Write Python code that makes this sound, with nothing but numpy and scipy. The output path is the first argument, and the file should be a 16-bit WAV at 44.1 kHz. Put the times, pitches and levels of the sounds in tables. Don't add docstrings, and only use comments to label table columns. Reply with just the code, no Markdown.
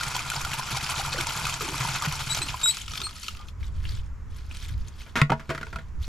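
import sys
import numpy as np
from scipy import signal
from scipy.fft import rfft, irfft
from scipy.io import wavfile

SR = 44100
rng = np.random.default_rng(int(sys.argv[2]) if len(sys.argv) > 2 else 0)


def dump(signal):
    limited = np.clip(np.atleast_2d(signal).T, -1, 1)
    pcm = np.round(limited * 32767).astype(np.int16)
    wavfile.write(sys.argv[1], SR, pcm)


N = 268112


def from_db(db):
    return 10 ** (np.asarray(db) / 20)


def rms_one(x):
    return x / np.sqrt(np.mean(x ** 2) + 1e-20)


def add(out, s, sound):
    start = max(round(s * SR), 0)
    out[start:start + len(sound)] += sound[:max(N - start, 0)]


def fader(rows, column):
    rows, t = np.array(rows), np.arange(N) / SR
    outside = np.maximum(rows[0, 0] - t, 0) + np.maximum(t - rows[-1, 0], 0)
    return from_db(np.interp(t, rows[:, 0], rows[:, column])) * np.exp(-np.minimum(outside * 100, 50))


def swells(rows, fall_db, shape):
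    t = np.arange(N) / SR
    power = np.zeros(N)
    for s, half_s, db in rows:
        down_db = np.minimum(fall_db * np.abs((t - s) / half_s) ** shape, 100)
        power += from_db(db - down_db) ** 2
    return np.sqrt(power)


def drift(rate):
    r = np.exp(-16 * np.pi * rate / SR)
    slow = signal.lfilter([1], [1, -2 * r, r * r], rng.standard_normal(N // 8 + 4002))[4000:]
    return np.interp(np.arange(N) / 8, np.arange(len(slow)), rms_one(slow))


def eq(x, points):
    size = 4096
    hz, db = np.transpose(points)
    shape_db = np.interp(np.log(np.arange(size // 2 + 1) * SR / size + 1), np.log(hz), db)
    cepstrum = irfft(np.log(from_db(shape_db)))
    cepstrum[1:size // 2] *= 2
    cepstrum[size // 2 + 1:] = 0
    return signal.oaconvolve(x, irfft(np.exp(rfft(cepstrum))))[:len(x)]


def wide_noise(points, side_db):
    mid, side = (rms_one(eq(white, points)) for white in rng.standard_normal((2, N)))
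    return mid + from_db(side_db) * side * [[1], [-1]]


def ring(x, hz, t60):
    r, w = from_db(-60 / (t60 * SR)), 2 * np.pi * hz / SR
    return signal.lfilter([0, np.sin(w)], [1, -2 * r * np.cos(w), r * r], x + 1e-18)


def grains(per_s, spread_db):
    sizes = from_db(spread_db * np.minimum(rng.exponential(1, N), 5)) * rng.choice([-1, 1], N)
    return sizes * (rng.random(N) < per_s / SR)


def pings(clicks, cycles, count=34):
    dealt, out = rng.integers(0, count, N), np.zeros(N)
    for k, hz in enumerate(np.geomspace(1200, 14000, count)):
        t60 = cycles / np.sqrt(hz * 2500)
        out += np.sqrt(hz / t60) * ring(clicks * (dealt == k), hz, t60)
    return rms_one(out)


def burst(fade_s, snap):
    t = np.arange(SR // 4) / SR
    scatter = rng.standard_normal(len(t)) * rng.exponential(1, len(t)) * np.exp(-t / fade_s)
    scatter /= np.linalg.norm(scatter)
    scatter[0] += snap
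    return scatter / np.linalg.norm(scatter)


def bubble(hz, cycles, rise):
    age = np.linspace(0, 1, int(cycles * SR / hz) + 2)
    phase = 2 * np.pi * np.cumsum(hz * (1 + rise * age)) / SR
    return np.sin(phase) * from_db(-60 * age) * (1 - np.exp(-phase / np.pi))


def bubble_cloud(cycles, spread_db, count=2400):
    out = np.zeros(N)
    for when, pitch, size in rng.random((count, 3)):
        hz = 760 * (5500 / 760) ** pitch
        add(out, when * N / SR, from_db(spread_db * size ** 2) * bubble(hz, cycles, rise=0.39))
    return rms_one(out)


# [t/s, plunge level/dB, spray level/dB]
POUR = [(0, -37.5, -43), (.4, -39.5, -44), (1.25, -36, -40.5), (1.55, -39, -40.5), (2.05, -34.5, -42),
        (2.25, -42.5, -41.5), (2.37, -37.5, -40), (2.58, -46, -49.5), (2.76, -48.5, -41.5),
        (2.85, -58, -50), (3.0, -45.5, -46.5), (3.14, -59, -54.5), (3.25, -73, -45.5), (3.43, -54, -67),
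        (3.5, -76, -62)]
# [f/Hz, level/dB]
PLUNGE_EQ = [(200, -15), (330, -14.5), (520, -14), (720, -6), (950, 0.5), (1120, -3.5), (1380, -1),
             (1800, -11), (2400, -6), (3200, -15.5), (6000, -15.5), (15000, -46)]
# [f/Hz, level/dB]
SPRAY_EQ = [(500, -44), (1500, -8.5), (2500, 1), (3800, -0.5), (5000, -1), (6300, -3.5), (7400, -2),
            (8700, -11.5), (11000, -9), (13000, -14.5), (15500, -33)]
def stream():
    lumps = from_db(2.6 * drift(rate=32.4))
    splash = rms_one(eq(grains(3500, spread_db=3.0) * lumps, PLUNGE_EQ))
    ticks = rms_one(grains(7000, spread_db=3.1) * lumps * from_db(2 * drift(110)))
    droplets = pings(grains(2000, spread_db=3.3) * lumps, cycles=26)
    mist = rms_one(eq(.8 * ticks + droplets, SPRAY_EQ))
    stray = rms_one(eq(grains(12000, spread_db=3) * lumps, SPRAY_EQ))
    stray = eq(stray, ECHO_EQ) * [[1], [-1]]
    bottom = rms_one(ring(grains(400, spread_db=5.0) * lumps ** 1.5, hz=134.4, t60=0.11))
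    fizz = bubble_cloud(cycles=24, spread_db=24)
    pool = from_db(0.5) * splash + from_db(-3.5) * fizz + from_db(-2.5) * bottom
    spray = from_db(5) * mist + stray
    return fader(POUR, column=1) * pool + fader(POUR, column=2) * spray


# [t/s, relative level/dB, bubble f/Hz, relative spray level/dB]
SLUGS = [(0.01, -18.5, 1410, -40), (0.033, -19, 1950, -33.5), (0.149, -30, 985, -44),
         (0.164, -18.5, 980, -32.5), (0.192, -18, 2360, -40), (0.301, -26, 2560, -30),
         (0.317, -19, 1430, -40), (0.449, -17.5, 1385, -35.5), (0.534, -16, 2740, -39),
         (0.595, -17, 1006, -41), (0.748, -21.5, 936, -46), (0.77, -23, 783, -32.5),
         (0.996, -18.5, 786, -38), (1.079, -21, 926, -48), (1.187, -17.5, 1480, -43),
         (1.209, -15, 2250, -33.5), (1.269, -19, 930, -33.5), (1.453, -15, 2520, -35),
         (1.467, -18, 1290, -36.5), (1.608, -18.5, 1270, -40.5), (1.85, -16.5, 958, -48),
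         (2.022, -18.5, 1210, -35), (2.124, -23.5, 990, -35.5), (2.542, -18.5, 1003, -56),
         (2.658, -19, 1400, -39), (3.068, -22.5, 1245, -52)]
def slugs():
    out = np.zeros(N)
    for s, db, hz, spray_db in SLUGS:
        hit = burst(fade_s=.0045, snap=.25)
        add(out, s, from_db(db + 15) * eq(hit, PLUNGE_EQ))
        add(out, s, from_db(spray_db + 35.5) * eq(hit, SPRAY_EQ))
        add(out, s, from_db(db - 2.5) * bubble(hz, cycles=37, rise=0.055))
        add(out, s, from_db(db - 14) * bubble(110, cycles=7.4, rise=.08))
    return out


# [f/Hz, level/dB]
AIR_EQ = [(100, -7.5), (200, 0), (300, -10.5), (450, -13), (750, -19), (1000, -11), (1400, -14),
          (2200, -20.5), (3500, -33), (7000, -29.5), (9000, -41.5), (15000, -41)]
def yard_hush():
    return from_db(-54.5) * wide_noise(AIR_EQ, side_db=-8.0)


# [crest t/s, half length/s, relative level/dB]
GUSTS = [(3.62, 0.026, -30), (3.88, 0.2, -29.5), (4.33, 0.14, -37.5), (4.76, 0.17, -32),
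         (5.99, 0.11, -32.5)]
# [f/Hz, level/dB]
BUFFET_EQ = [(15, -2.5), (35, -2), (70, 0), (100, -6.5), (150, -19), (220, -33), (400, -42), (1500, -79)]
def wind():
    breeze = from_db(-46 + 2.5 * drift(5))
    gusts = swells(GUSTS, fall_db=10.5, shape=1.06)
    buffet = wide_noise(BUFFET_EQ, side_db=-9.5)
    return np.hypot(breeze, gusts) * buffet * from_db([[2.8], [4.2]])


# [t/s, f/Hz, first bubble's level/dB]
GULPS = [(1.136, 383, -23.5), (1.601, 325, -28), (1.68, 368, -27.5), (2.401, 282, -34), (2.99, 274, -38.5)]
def gulps():
    gap_s, loss_db = .011, 1.3
    out = np.zeros(N)
    for s, hz, db in GULPS:
        for k, (late, detune) in enumerate(rng.random((6, 2))):
            glug = bubble(hz * 2 ** (detune - .4), cycles=15, rise=0.17)
            add(out, s + gap_s * (k + late), from_db(db - loss_db * k) * glug)
    return out


DRUM_HZ = 145
# [t/s, level/dB]
THUMPS = [(1.857, -28), (2.073, -15.5)]
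def bottom_thumps():
    out = np.zeros(N)
    for s, db in THUMPS:
        add(out, s, from_db(db) * bubble(DRUM_HZ, cycles=16, rise=0.042))
    return out


# [t/s, length/s, starting f/Hz, relative level/dB, jump on letting go/Hz]
SQUEAKS = [(2.292, 0.037, 3865, -28.5, 250), (2.41, 0.02, 4010, -29.5, 120),
           (2.626, 0.079, 3753, -23.5, 329), (3.028, 0.039, 4180, -33.5, -40)]
# [multiple of the pitch, level/dB]
SQUEAK_PARTIALS = [(1, -0.5), (2, 0), (3, -18.5)]
def valve():
    attack_s, release_s, climb_hz_per_s = .01, .011, 2300
    out, t = np.zeros(N), np.arange(N) / SR
    waver = .004 * drift(110) + .006 * drift(600)
    for s, length_s, hz, db, jump_hz in SQUEAKS:
        age, after = np.maximum(t - s, 0), np.maximum(t - s - length_s, 0)
        grip = np.exp(-np.minimum(after / release_s, 20))
        envelope = from_db(db) * np.minimum(age / attack_s, 1) ** 2 * grip
        bite = np.minimum(envelope / from_db(-23.5), 1)
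        pitch = hz + climb_hz_per_s * (age - after) + jump_hz * (1 - grip ** 2)
        phase = 2 * np.pi * np.cumsum(pitch * (1 + waver * (3 - 2 * bite))) / SR
        for multiple, partial_db in SQUEAK_PARTIALS:
            out += envelope * from_db(partial_db) * bite ** (multiple / 2 - .5) * np.sin(multiple * phase)
    return from_db(2.5 + 1.3 * drift(70)) * out


# [t/s, relative level/dB, f/Hz]
DROPS = [(2.3476, -10, 6070), (2.4174, -17.5, 2500), (2.4856, -17.5, 2730), (2.614, -19, 3700),
         (2.7694, -18.5, 6600), (2.8798, -22.5, 2810), (2.9354, -18.5, 3470), (2.9544, -20, 2440),
         (2.9767, -16, 3440), (3.016, -16.5, 3600), (3.232, -24.5, 4330), (3.2822, -14.5, 2680),
         (3.485, -31, 3400)]
def drops():
    splats, tones = np.zeros(N), np.zeros(N)
    for s, db, hz in list(DROPS) + dribble():
        add(splats, s, from_db(db + 13) * burst(fade_s=.004, snap=.15))
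        add(tones, s, from_db(db - 5.5) * bubble(hz, cycles=43, rise=0.12))
    return bucket_slap(splats) + tones


# [f/Hz, level/dB]
SLAP_EQ = [(300, -35.5), (1000, -29.5), (2500, 1), (4000, 3.5), (6500, -4), (9000, -14), (12500, -13),
           (15500, -25.5)]
def bucket_slap(splats):
    return eq(splats, SLAP_EQ) + from_db(-29.5) * ring(splats, hz=1280, t60=0.04)


def dribble(count=20):
    start_s, gap_s, fade_db_per_s = 2.89, .028, 18.5
    late, size, pitch = rng.uniform(-1, 1, (count, 3)).T
    age = gap_s * (np.arange(count) + .5 * late)
    return list(zip(start_s + age, -25.5 - fade_db_per_s * age + 4 * size, 3800 * 1.5 ** pitch))


# [crest t/s, half length/s, level/dB]
WHISTLE = [(3.412, 0.026, -45.5)]
def spout(hz=1210):
    phase = 2 * np.pi * np.cumsum(hz * (1 + 0.0051 * drift(80))) / SR
    return swells(WHISTLE, fall_db=10, shape=3) * np.sin(phase)


# [crest t/s, half length/s, relative level/dB]
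MOVES = [(3.65, 0.037, -50), (3.89, 0.11, -47), (4.39, 0.074, -54), (4.6, 0.081, -44), (4.71, 0.03, -47),
         (4.85, 0.11, -58.5), (5.03, 0.1, -51.5), (5.6, 0.22, -58), (6.04, 0.03, -47.5)]
# [f/Hz, level/dB]
LEAVES_EQ = [(300, -21), (900, -3.5), (1700, -0.5), (3500, 2.5), (5500, -1.5), (7500, -6.5), (9000, -12.5),
             (12500, -12), (15500, -37)]
def rustle():
    clumps = from_db(3.2 * drift(36))
    crunch = pings(grains(2000, spread_db=3.2) * clumps, cycles=22)
    rub = .7 * rms_one(grains(6000, spread_db=2.8) * clumps)
    return from_db(0.9) * swells(MOVES, fall_db=10, shape=1.62) * rms_one(eq(crunch + rub, LEAVES_EQ))


# [t/s, relative level/dB, f/Hz]
SNAPS = [(3.6282, -31.5, 2160), (3.806, -35.5, 1980), (3.8526, -24, 2900), (3.9202, -27, 3620),
         (4.5119, -27.5, 2740), (4.8823, -28, 6540)]
def snaps():
    out = np.zeros(N)
    for s, db, hz in SNAPS:
        crack = burst(fade_s=.004, snap=.2)
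        add(out, s, from_db(db - 6) * eq(crack, LEAVES_EQ))
        add(out, s, from_db(db - 0.5) * ring(crack, hz, t60=14 / hz))
    return out


# [t/s, relative clack level/dB, chatter time/s]
TICKS = [(5.064, -36.5, .016), (5.396, -29, .02), (5.549, -23.5, 0.0084), (5.578, -25.5, .008),
         (5.63, -25.5, .003), (5.668, -33.5, 0.0037), (5.728, -28.5, 0.015), (5.759, -24, .006),
         (5.786, -32.5, 0.013)]
def lid_touches():
    skid_s, gap_s, loss_db, wall_hz = 5.156, .0078, 1.9, 402
    rows = []
    for k in range(7):
        db = -12.5 - loss_db * k
        rows.append((skid_s + gap_s * k, db - 21.5, db - 22, wall_hz, db, .013))
    return rows + [(s, db - 13.5, db - 14, wall_hz, db, chatter_s) for s, db, chatter_s in TICKS]


# [t/s, drum level/dB, flex level/dB, wall f/Hz, clack level/dB, chatter time/s]
KNOCKS = [(5.2161, -31, -14, 1210, -16.5, 0.0013), (5.2178, -8, -29, 260, -11, 0.0021),
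          (5.297, -45, -23, 750, -40, .0076), (5.3022, -19.5, -14, 290, -20, 0.0042),
          (5.3192, -15, -16, 800, -21, 0.0094), (5.493, -25.5, -23, 350, -21, 0.02),
          (5.502, -30, -25, 424, -18.5, 0.015), (5.612, -44, -31, 345, -27.5, 0.0054)]
# [multiple of the wall's pitch, level/dB]
FLEX_EQ = [(.2, 1), (.6, -13.5), (1, 4.5), (1.5, -1), (3, -14.5), (6, -27), (15, -60), (40, -64)]
# [f/Hz, level/dB]
CLACK_EQ = [(200, -2.5), (800, -8), (1450, 4), (2100, -1), (2900, -7.5), (4400, -13.5), (7500, -20.5),
            (9000, -27.5), (13000, -29), (15500, -62)]
# [f/Hz, relative level/dB, t60/s]
PLASTIC_MODES = [(227, -4.5, 0.14), (270, -8.5, .06), (430, -11.5, 0.16), (476, -12.5, 0.14),
                 (651, -6.5, 0.16), (750, -14, .036), (880, -2.5, 0.034), (955, -5, 0.1), (1096, -8.5, .11),
                 (1360, -3.5, .037), (1440, -15, 0.16), (1620, -19, .05), (1880, -7, 0.081),
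                 (2040, -15, .07), (2860, -12, .06), (3600, -9, .06)]
def lid():
    out, thumps = np.zeros(N), np.zeros(N)
    mode_count = len(PLASTIC_MODES)
    for s, drum_db, flex_db, wall_hz, clack_db, chatter_s in list(KNOCKS) + lid_touches():
        wall_eq = [(wall_hz * multiple, db) for multiple, db in FLEX_EQ]
        flex = eq(burst(chatter_s, snap=.4), wall_eq)
        clack = eq(burst(chatter_s, snap=.2), CLACK_EQ)
        blow = from_db(flex_db + 28.5) * flex + from_db(clack_db + 19) * clack
        strengths = from_db(1.5 * rng.standard_normal(mode_count)) * rng.choice([-1, 1], mode_count)
        rings = sum(strength * from_db(db) * ring(blow, hz, t60)
                    for strength, (hz, db, t60) in zip(strengths, PLASTIC_MODES))
        add(out, s, from_db(6.5) * blow + from_db(-31.5) * rings)
        add(thumps, s, -from_db([drum_db]))
    return out + ring(thumps, DRUM_HZ, t60=0.14)


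# [f/Hz, relative level/dB]
ECHO_EQ = [(100, -28), (250, -22), (500, -18), (1200, -11), (3000, -9), (7000, -10), (10000, -8),
           (14000, -5)]
# [f/Hz, left minus right level/dB]
BALANCE_EQ = [(100, 0), (380, -.2), (700, -1.5), (1300, 0), (4400, 1.4), (8100, 2.4), (14000, 5.5)]
def house_corner(pair, early_t60, tail_t60, tail_db):
    t = np.arange(SR // 3) / SR
    sides = []
    for direct, sign in zip(pair, (1, -1)):
        early, tail = rng.standard_normal((2, len(t))) * (t > .0005)
        early = rms_one(early * from_db(-60 * t / early_t60))
        tail = rms_one(tail * from_db(-60 * t / tail_t60))
        response = early + from_db(tail_db) * tail
        echoes = signal.oaconvolve(direct, response / np.linalg.norm(response))[:N]
        heard = direct + from_db(3) * eq(echoes, ECHO_EQ)
        sides.append(eq(heard, [(hz, sign * db / 2) for hz, db in BALANCE_EQ]))
    return np.array(sides)


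def scene():
    water = stream() + slugs() + gulps() + bottom_thumps() + drops()
    tap = valve() + spout()
    handling = lid() + rustle() + snaps()
    placed = house_corner(water + tap + handling, early_t60=0.039, tail_t60=0.13, tail_db=1)
    return placed + wind() + yard_hush()


def record(dry):
    rolloff_hz, cutoff_hz = 14000, 15500
    rounded = .9 * np.tanh(dry / .9)
    soft = signal.sosfilt(signal.butter(2, rolloff_hz, fs=SR, output="sos"), rounded)
    return signal.sosfilt(signal.ellip(10, .1, 80, cutoff_hz, fs=SR, output="sos"), soft)


dry = scene()
out = record(dry)
dump(out)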